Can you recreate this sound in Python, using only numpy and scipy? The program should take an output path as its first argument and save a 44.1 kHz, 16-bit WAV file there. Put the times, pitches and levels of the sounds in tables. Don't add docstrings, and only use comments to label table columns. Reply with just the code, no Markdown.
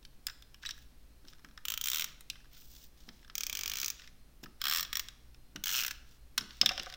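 import sys
import numpy as np
from scipy import signal
from scipy.fft import rfft, irfft, next_fast_len
from scipy.io import wavfile
from scipy.ndimage import uniform_filter1d

SR = 44100
rng = np.random.default_rng(int(sys.argv[2]) if len(sys.argv) > 2 else 0)


def wav_out(sig):
    wavfile.write(sys.argv[1], SR, np.round(np.clip(np.atleast_2d(sig).T, -1, 1) * 32767).astype(np.int16))


N = 307155
HIT_S = np.arange(SR // 8) / SR


def amp(db):
    return 10 ** (np.asarray(db) / 20)


def unit(x):
    return x / np.sqrt(np.mean(x ** 2) + 1e-20)


def along(points, hz):
    f, v = np.transpose(points)
    return np.interp(np.log(hz + 1), np.log(f), v)


def add(track, start_s, sound):
    part = track[max(round(start_s * SR), 0):][:len(sound)]
    part += sound[:len(part)]


def coloured(x, db_of_hz):
    m = 2 * next_fast_len(len(x))
    log_gain = np.log(amp(db_of_hz(np.fft.rfftfreq(m, 1 / SR))) + 1e-6)
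    cepstrum = irfft(log_gain)
    cepstrum[1:m // 2] *= 2
    cepstrum[m // 2 + 1:] = 0
    return irfft(rfft(x, m) * np.exp(rfft(cepstrum)))[:len(x)]


def dying(noise, t60s, hold_s=0):
    t = np.maximum(np.arange(len(noise)) / SR - hold_s, 0)
    hz = np.fft.rfftfreq(len(noise), 1 / SR)
    centres_hz, times_s = np.transpose(t60s)
    shares = np.array([along(np.c_[centres_hz, row], hz) for row in np.eye(len(centres_hz))])
    bands = irfft(rfft(noise) * shares, len(noise))
    return np.sum(bands * amp(-60 * t / times_s[:, None]), axis=0)


def strike(x, db):
    return amp(db) * x / np.sqrt(np.sum(x ** 2) * 1000 / SR)


USUAL_TEETH_PER_S = 57


def teeth(travel):
    s, passed, db = np.transpose(travel)
    tooth = np.arange(round(passed[-1]) + 1)
    times_s = np.interp(tooth, passed, s)
    speed_octaves = -np.log2(np.abs(np.gradient(times_s)) * USUAL_TEETH_PER_S + 1e-6)
    return times_s, np.interp(times_s, s, db), speed_octaves


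def grip_db(grip, progress, hz):
    total_db = 0
    for start_hz, end_hz, width_hz, lift_db in grip:
        centre_hz = start_hz + progress * (end_hz - start_hz)
        total_db = total_db + lift_db / (1 + (2 * (hz - centre_hz) / width_hz) ** 4)
    return total_db


# frequency in Hz, relative density in dB per Hz.
SNAP_COLOUR = [(200, -20.5), (400, -23), (750, -22), (950, -18), (1300, -6), (2000, -8.5), (3300, -1),
               (4500, -3.5), (5900, -3.5), (7500, -7.5), (9200, -16.5), (11500, -17), (13500, -10),
               (15300, 1.5), (16200, -15)]
# frequency in Hz, t60 in seconds.
PAWL_T60 = [(1000, 0.025), (3000, 0.021), (6000, 0.021), (10000, 0.02), (15000, 0.021)]
SCATTER_DB, BRIGHT_SCATTER_DB = 0.73, 2.5


def stroke(travel, grip, gain_db, treble_db, crack_db, chatter_s, rebound_db, rebound_s):
    out = np.zeros(N)
    shell = rng.standard_normal(len(HIT_S))
    times_s, levels_db, _ = teeth(travel)
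    for progress, s, db in zip(np.linspace(0, 1, len(times_s)), times_s, levels_db):
        noise = unit(shell + rng.standard_normal(len(HIT_S)))
        ring = dying(noise, PAWL_T60, chatter_s * rng.uniform(0.21, 2.0))
        ring *= 1 + amp(crack_db) * np.exp(-HIT_S / 0.00087)

        landing = dying(rng.standard_normal(len(HIT_S)), PAWL_T60)
        landing = coloured(landing, lambda hz: along([(2500, -2.5), (9000, -12.5)], hz))
        add(ring, rebound_s * rng.uniform(0.64, 1.3), amp(rebound_db) * landing)

        bright_db = np.interp(progress, [0, .5, 1], treble_db)
        bright_db += BRIGHT_SCATTER_DB * rng.standard_normal()

        def colour(hz):
            tilt_db = bright_db * along([(3000, 0.049), (6000, 0.95)], hz)
            return along(SNAP_COLOUR, hz) + grip_db(grip, progress, hz) + tilt_db

        snap_db = db + gain_db + SCATTER_DB * rng.standard_normal()
        add(out, s, strike(coloured(ring, colour), snap_db))
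    return out


# time in seconds, teeth passed, level in dB before the stroke's gain and scatter.
TRAVEL_1 = [(1.6529, 0, -24.5), (1.6835, 1, -23), (1.739, 4, -24.5), (1.8122, 6, -22.5), (1.8396, 7, -23),
            (1.8577, 8, -23.5), (1.8844, 10, -21), (1.9325, 13, -21.5), (2.0215, 20, -23.5),
            (2.043, 21, -22.5)]
TRAVEL_2 = [(3.3536, 0, -23.5), (3.4346, 3, -23), (3.4668, 4, -24.5), (3.528, 6, -23.5), (3.5518, 7, -24.5),
            (3.6105, 10, -25.5), (3.6588, 12, -25), (3.7558, 17, -26), (3.8602, 24, -23.5),
            (3.902, 26, -23.5)]
TRAVEL_3 = [(4.6161, 0, -24), (4.64, 1, -22.5), (4.7115, 6, -20.5), (4.8075, 14, -23.5),
            (4.8286, 15, -24.5), (4.929, 16, -22.5), (4.9545, 17, -21), (4.9704, 18, -23),
            (4.9951, 19, -22.5)]
TRAVEL_4 = [(5.6386, 0, -22.5), (5.658, 1, -23.5), (5.725, 7, -24.5), (5.759, 11, -23), (5.7805, 14, -22.5),
            (5.8224, 19, -25.5), (5.8484, 21, -24), (5.8803, 23, -25.5), (5.9092, 24, -26.5)]
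# start in Hz, end in Hz, width in Hz, lift in dB.
GRIP_1 = [(646, 780, 590, -2.5), (1400, 1550, 550, 1), (1950, 1720, 300, -7), (2980, 3820, 730, 4.5),
          (3630, 3950, 330, 1.5), (4860, 4600, 1400, -3)]
GRIP_2 = [(378, 450, 160, 5), (1410, 1630, 950, -4.5), (2400, 2500, 470, 3.5), (3360, 3700, 560, 0.5),
          (3920, 3260, 600, -4.5), (6400, 6300, 1700, 3.5)]
GRIP_3 = [(1150, 1100, 240, 2), (1630, 1860, 460, 8.5), (2850, 3100, 220, -8), (5300, 5570, 400, 10),
          (6500, 6200, 690, -2.5)]
GRIP_4 = [(1650, 1630, 240, 6.5), (2150, 2000, 160, 5.5), (3250, 2440, 770, 6.5), (4800, 5000, 460, -0.5),
          (6140, 5500, 950, 5)]


def ratchet():
    first = stroke(TRAVEL_1, GRIP_1, gain_db=-1, treble_db=(2, 6, 1), crack_db=-6,
                   chatter_s=0.00085, rebound_db=-3.5, rebound_s=0.003)
    second = stroke(TRAVEL_2, GRIP_2, gain_db=-1, treble_db=(3, -2.5, 7), crack_db=-3,
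                    chatter_s=0.00094, rebound_db=-1, rebound_s=0.0038)
    third = stroke(TRAVEL_3, GRIP_3, gain_db=-0.06, treble_db=(-3.5, 2, 3), crack_db=-11,
                   chatter_s=0.0011, rebound_db=-3.5, rebound_s=0.0024)
    fourth = stroke(TRAVEL_4, GRIP_4, gain_db=-0.3, treble_db=(0.5, 1, 1.5), crack_db=-13,
                    chatter_s=0.0016, rebound_db=-4.5, rebound_s=0.0018)
    return first + second + third + fourth


def band_db(x, low_hz, high_hz):
    hz = np.fft.rfftfreq(len(x), 1 / SR)
    inside = (hz > low_hz) & (hz < high_hz)
    return 10 * np.log10(np.sum(np.abs(rfft(x)[inside]) ** 2))


# frequency in Hz, relative density in dB per Hz.
CASE_COLOUR = [(200, -43), (700, -21), (1200, -4.5), (1650, 2), (2200, -6.5), (2700, -7), (3700, -2.5),
               (4500, -9.5), (5400, 0), (6500, -12), (9000, -21), (12000, -25), (15000, -7), (16500, -16)]
# frequency in Hz, t60 in seconds.
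CASE_T60 = [(1000, 0.041), (3000, 0.034), (6000, 0.022), (10000, 0.024), (15000, 0.0044)]


def click(db, ring_hz, knock_db, fizz_db):
    crack_db, crack_s, rise_s = 8, 0.0011, 0.00063
    ring_db, width_hz = 8, 450
    ring = dying(rng.standard_normal(len(HIT_S)), CASE_T60)
    ring *= 1 + amp(crack_db) * np.exp(-HIT_S / crack_s)
    ring *= 1 - np.exp(-HIT_S / rise_s)

    def colour(hz):
        return along(CASE_COLOUR, hz) + ring_db / (1 + (2 * (hz - ring_hz) / width_hz) ** 2)

    ring = coloured(ring, colour)
    low = band_db(ring, 900, 2200)
    middle = band_db(ring, 2200, 6500)
    high = band_db(ring, 6500, 16000)
    balance = [(1900, knock_db + middle - low), (2500, 0), (5900, 0), (7000, fizz_db + middle - high)]
    return strike(coloured(ring, lambda hz: along(balance, hz)), db)


# time in seconds, level in dB, strongest ring in Hz, knock in dB, fizz in dB.
CLICKS = [(0.268, -22.5, 4950, -15, -2.5), (0.284, -35.5, 1720, 3, -15), (0.2979, -35.5, 1550, -5, -22),
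          (0.423, -44.5, 3550, -12, -9.5), (0.544, -43.5, 3050, -9, -11), (0.636, -38.5, 1740, 7, -28),
          (0.6519, -32.5, 1830, -1, -20), (0.66, -31.5, 3740, -27, -15), (0.6902, -30, 1790, -3.5, -14),
          (0.7079, -29, 5700, -26, -13.5), (0.778, -49, 1800, 10, 4), (1.283, -43, 5160, -16, -12),
          (1.3331, -47.5, 1280, -1, -14), (1.4462, -41, 1330, 3.5, -10), (1.576, -37.5, 1310, 0.5, -14),
          (2.208, -41.5, 3900, -4, 4), (2.3, -25.5, 4000, -25, -9), (2.356, -47, 2080, 1, -23),
          (2.619, -52, 2740, -10, -10), (3.089, -38.5, 4470, -5.5, -17), (3.2984, -40, 1330, -1, -20),
          (4.4368, -38.5, 2720, -4.5, -9), (4.459, -41, 1280, 7, -22), (4.8487, -33.5, 3470, -11, -17),
          (5.0851, -34.5, 3740, -11, -8.5), (5.345, -50.5, 2540, -10, -11), (5.56, -31, 2950, -4.5, -12.5),
          (6.3779, -19, 5350, -7, -7), (6.38, -18, 4350, -8, -6.5), (6.387, -34, 5170, -16, -16),
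          (6.409, -32.5, 5340, -9, -22), (6.5074, -40, 4970, -8, -22), (6.6136, -9, 5150, -21.5, -17.5),
          (6.6414, -44, 5200, 6, -19), (6.66, -11, 3470, -17.5, -14.5), (6.6914, -18, 2680, -13, -20),
          (6.7188, -32.5, 3770, -6, -24), (6.7777, -26.5, 5460, -8, -21), (6.7966, -25.5, 2900, -11, -21),
          (6.8322, -36.5, 3380, -11, -7), (6.9391, -35.5, 3600, -10, -16)]


def case_clicks():
    out = np.zeros(N)
    for s, db, ring_hz, knock_db, fizz_db in CLICKS:
        add(out, s, click(db, ring_hz, knock_db, fizz_db))
    return out


# frequency in Hz, mean level in dB, t60 in seconds before damping.
SPOOL_MODES = [(555, -4.5, 0.08), (710, -5.5, 0.11), (766, -6, 0.14), (1185, -2.5, 0.029),
               (1503, -4, 0.064), (1640, -12, 0.041), (2050, -8, .04)]
# time in seconds, level in dB.
ROCKS = [(6.63, -29.5), (6.663, -44), (6.71, -28.5), (6.78, -36), (6.867, -33.5), (6.93, -43.5)]


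def spool():
    mode_scatter_db, damping_s, rise_s = 3, 0.032, 0.00031
    out = np.zeros(N)
    for s, db in ROCKS:
        ring = np.zeros(len(HIT_S))
        for hz, level_db, t60_s in SPOOL_MODES:
            decay = amp(level_db + rng.normal(0, mode_scatter_db) - 60 * HIT_S / t60_s)
            ring += decay * np.sin(2 * np.pi * hz * HIT_S + rng.uniform(0, 2 * np.pi))
        ring *= np.exp(-HIT_S / damping_s) * (1 - np.exp(-HIT_S / rise_s))
        add(out, s, strike(ring, db))
    return out


# frequency in Hz, relative density in dB per Hz.
TABLE_COLOUR = [(60, -9), (110, -7), (170, -3.5), (240, 0.5), (350, -4), (500, -15), (900, -16.5),
                (2500, -40)]
# time in seconds, level of the first push in dB.
BUMPS = [(1.245, -50.5), (1.444, -48), (3.082, -44), (3.53, -50), (4.433, -40), (5.557, -37.5),
         (6.382, -43), (6.415, -40.5), (6.613, -34), (6.662, -39), (6.80, -43.5)]


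def bumps():
    life_s, push_db, push_s = 0.011, 14, 0.0001
    settle_s, settle_db = 0.014, -5
    out = np.zeros(N)
    for s, db in BUMPS:
        for delay_s, drop_db in [(0, 0), (settle_s, settle_db)]:
            force = rng.standard_normal(len(HIT_S)) * np.exp(-HIT_S / life_s)
            force += amp(push_db) * np.exp(-HIT_S / push_s)
            thud = coloured(force, lambda hz: along(TABLE_COLOUR, hz))
            add(out, s + delay_s, strike(thud, db + drop_db))
    return out


def squeak():
    start_s, length_s, db = 0.661, 0.014, -38
    pitch_hz, overtone_db, waver = 3900, -12, 0.035
    t = np.arange(int(length_s * SR)) / SR
    drift = unit(uniform_filter1d(rng.standard_normal(len(HIT_S)), size=30))[:len(t)]
    phase = 2 * np.pi * np.cumsum(pitch_hz * (1 + waver * drift)) / SR
    tone = unit(np.sin(phase) + amp(overtone_db) * np.sin(2 * phase))
    out = np.zeros(N)
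    add(out, start_s, amp(db) * tone * np.sin(np.pi * t / length_s) ** 0.5)
    return out


def hump(hz, centre_hz, steep_db):
    return -steep_db * np.log2((hz + 1) / centre_hz) ** 2


def rub(t, centre_hz):
    grain_db, catches_per_s, case_share = 5, 260, 0.3
    catches = np.interp(t * catches_per_s, np.arange(256), rng.standard_normal(size=256))
    grains = rng.standard_normal(SR)[:len(t)] * amp(grain_db * catches)

    def colour(hz):
        body_db = (1 - case_share) * along(SNAP_COLOUR, hz) + case_share * along(CASE_COLOUR, hz)
        return body_db + hump(hz, centre_hz, steep_db=2.0)

    return unit(coloured(grains, colour))


TAPE_DB_PER_SPEED_OCTAVE = 11


def tape(travel, db, centre_hz):
    bite_s, lift_s, lead_s = 0.047, 0.042, 0.012
    out = np.zeros(N)
    times_s, _, speed_octaves = teeth(travel)
    start_s = times_s[0] - lead_s
    t = np.arange(int((times_s[-1] + lift_s - start_s) * SR)) / SR
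    contact = np.clip(np.minimum(t / bite_s, (t[-1] - t) / lift_s), 0, 1)
    level_db = db + TAPE_DB_PER_SPEED_OCTAVE * np.interp(start_s + t, times_s, speed_octaves)
    add(out, start_s, amp(level_db) * contact * rub(t, centre_hz))
    return out


def unrolling():
    return (tape(TRAVEL_1, db=-54.5, centre_hz=3500) + tape(TRAVEL_2, db=-52, centre_hz=1700)
            + tape(TRAVEL_3, db=-51, centre_hz=1600) + tape(TRAVEL_4, db=-58, centre_hz=2720))


# start in seconds, length in seconds, level in dB before the swell, centre in Hz.
SLIDES = [(0.618, 0.095, -52.5, 2520), (0.724, 0.13, -66, 7050), (1.269, 0.064, -63, 5560),
          (2.025, 0.11, -56, 2200), (2.508, 0.092, -61.5, 3000), (2.51, 0.39, -59, 15100),
          (2.698, 0.17, -59.5, 7500), (2.948, 0.3, -66, 5540), (3.908, 0.2, -61, 2600),
          (4.429, 0.019, -51.5, 13000), (4.6, 0.066, -55, 1600), (6.059, 0.12, -67.5, 5000),
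          (6.474, 0.14, -60.5, 3480), (6.684, 0.26, -55, 2060)]


def slides():
    out = np.zeros(N)
    for s, length_s, db, centre_hz in SLIDES:
        t = np.arange(int(length_s * SR)) / SR
        swell = np.sin(np.pi * t / (t[-1] + 1 / SR)) ** 0.54
        add(out, s, amp(db) * rub(t, centre_hz) * swell)
    return out


# start in seconds, length in seconds, mean level in dB, middle ring in Hz, knock in dB.
RATTLES = [(0.031, 0.04, -53.5, 3700, -13), (1.249, 0.26, -56.5, 1290, -1), (2.334, 0.13, -55, 1900, 4),
           (3.227, 0.07, -53.5, 2970, 0), (3.987, 0.08, -45.5, 2600, -5), (6.636, 0.32, -41, 5300, -6)]
TICKS_PER_S, TICK_SCATTER_DB, TICK_FIZZ_DB, TICK_SPREAD_OCTAVES = 39, 4.5, -13.5, 0.18


def rattles():
    out = np.zeros(N)
    for start_s, length_s, db, ring_hz, knock_db in RATTLES:
        for s in np.arange(start_s, start_s + length_s, 1 / TICKS_PER_S):
            strength, pitch = rng.standard_normal(2)
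            tick_db = db + TICK_SCATTER_DB * strength
            tick_hz = ring_hz * 2 ** (TICK_SPREAD_OCTAVES * pitch)
            tick = click(tick_db, tick_hz, knock_db, TICK_FIZZ_DB)
            add(out, s + rng.uniform(-0.36, 0.5) / TICKS_PER_S, tick)
    return out


# frequency in Hz, t60 in seconds.
ROOM_T60 = [(200, 0.36), (1500, 0.6), (5000, 0.56), (9000, 0.35), (15000, 0.25)]
# frequency in Hz, gain in dB on top of the send level.
WALL_COLOUR = [(200, 10.5), (1500, -3.5), (5500, -7.5), (9000, -7), (15000, -5)]


def room(x):
    delay_s, build_s = 0.0045, 0.0013
    out, step = np.zeros(N), SR // 10
    t = np.arange(SR * 3 // 4) / SR
    for i in range(0, N, step):
        tail = dying(rng.standard_normal(len(t)), ROOM_T60) * (1 - np.exp(-t / build_s))
        echo = signal.fftconvolve(x[i:i + step], tail / np.linalg.norm(tail))
        add(out, i / SR + delay_s, echo)
    return coloured(out, lambda hz: along(WALL_COLOUR, hz))


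# frequency in Hz, relative density in dB per Hz.
AIR_COLOUR = [(12, 0.5), (24, -7.5), (45, -6), (80, -23.5), (140, -21), (200, -26), (250, -23.5),
              (400, -31.5), (1000, -37.5), (1400, -38.5), (2500, -40), (5300, -41.5), (7000, -45),
              (16000, -45)]
AIR_DB = -56
# centre in Hz, width in Hz, rms level in dB.
HUM_BANDS = [(58.2, 5.1, -65), (120.8, 5.8, -76), (4150, 27, -84.5)]


def room_air():
    noise = rng.standard_normal(N)
    air = amp(AIR_DB) * unit(coloured(noise, lambda hz: along(AIR_COLOUR, hz)))
    hz = np.fft.rfftfreq(N, 1 / SR)
    for centre_hz, width_hz, db in HUM_BANDS:
        band = np.exp(-2 * ((hz - centre_hz) / width_hz) ** 2)
        air += amp(db) * unit(irfft(rfft(rng.standard_normal(N)) * band, N))
    return air


def scene():
    strokes = ratchet()
    handling = case_clicks() + spool() + bumps() + squeak() + unrolling() + slides() + rattles()
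    reflected = room(amp(-9.5) * strokes + amp(-10.5) * handling)
    return (strokes + handling + reflected + room_air())[None]


TOP_HZ = 16200


def record(dry):
    kept = np.fft.rfftfreq(N, 1 / SR) < TOP_HZ
    return irfft(rfft(dry) * kept, N)


dry = scene()
out = record(dry)
wav_out(out)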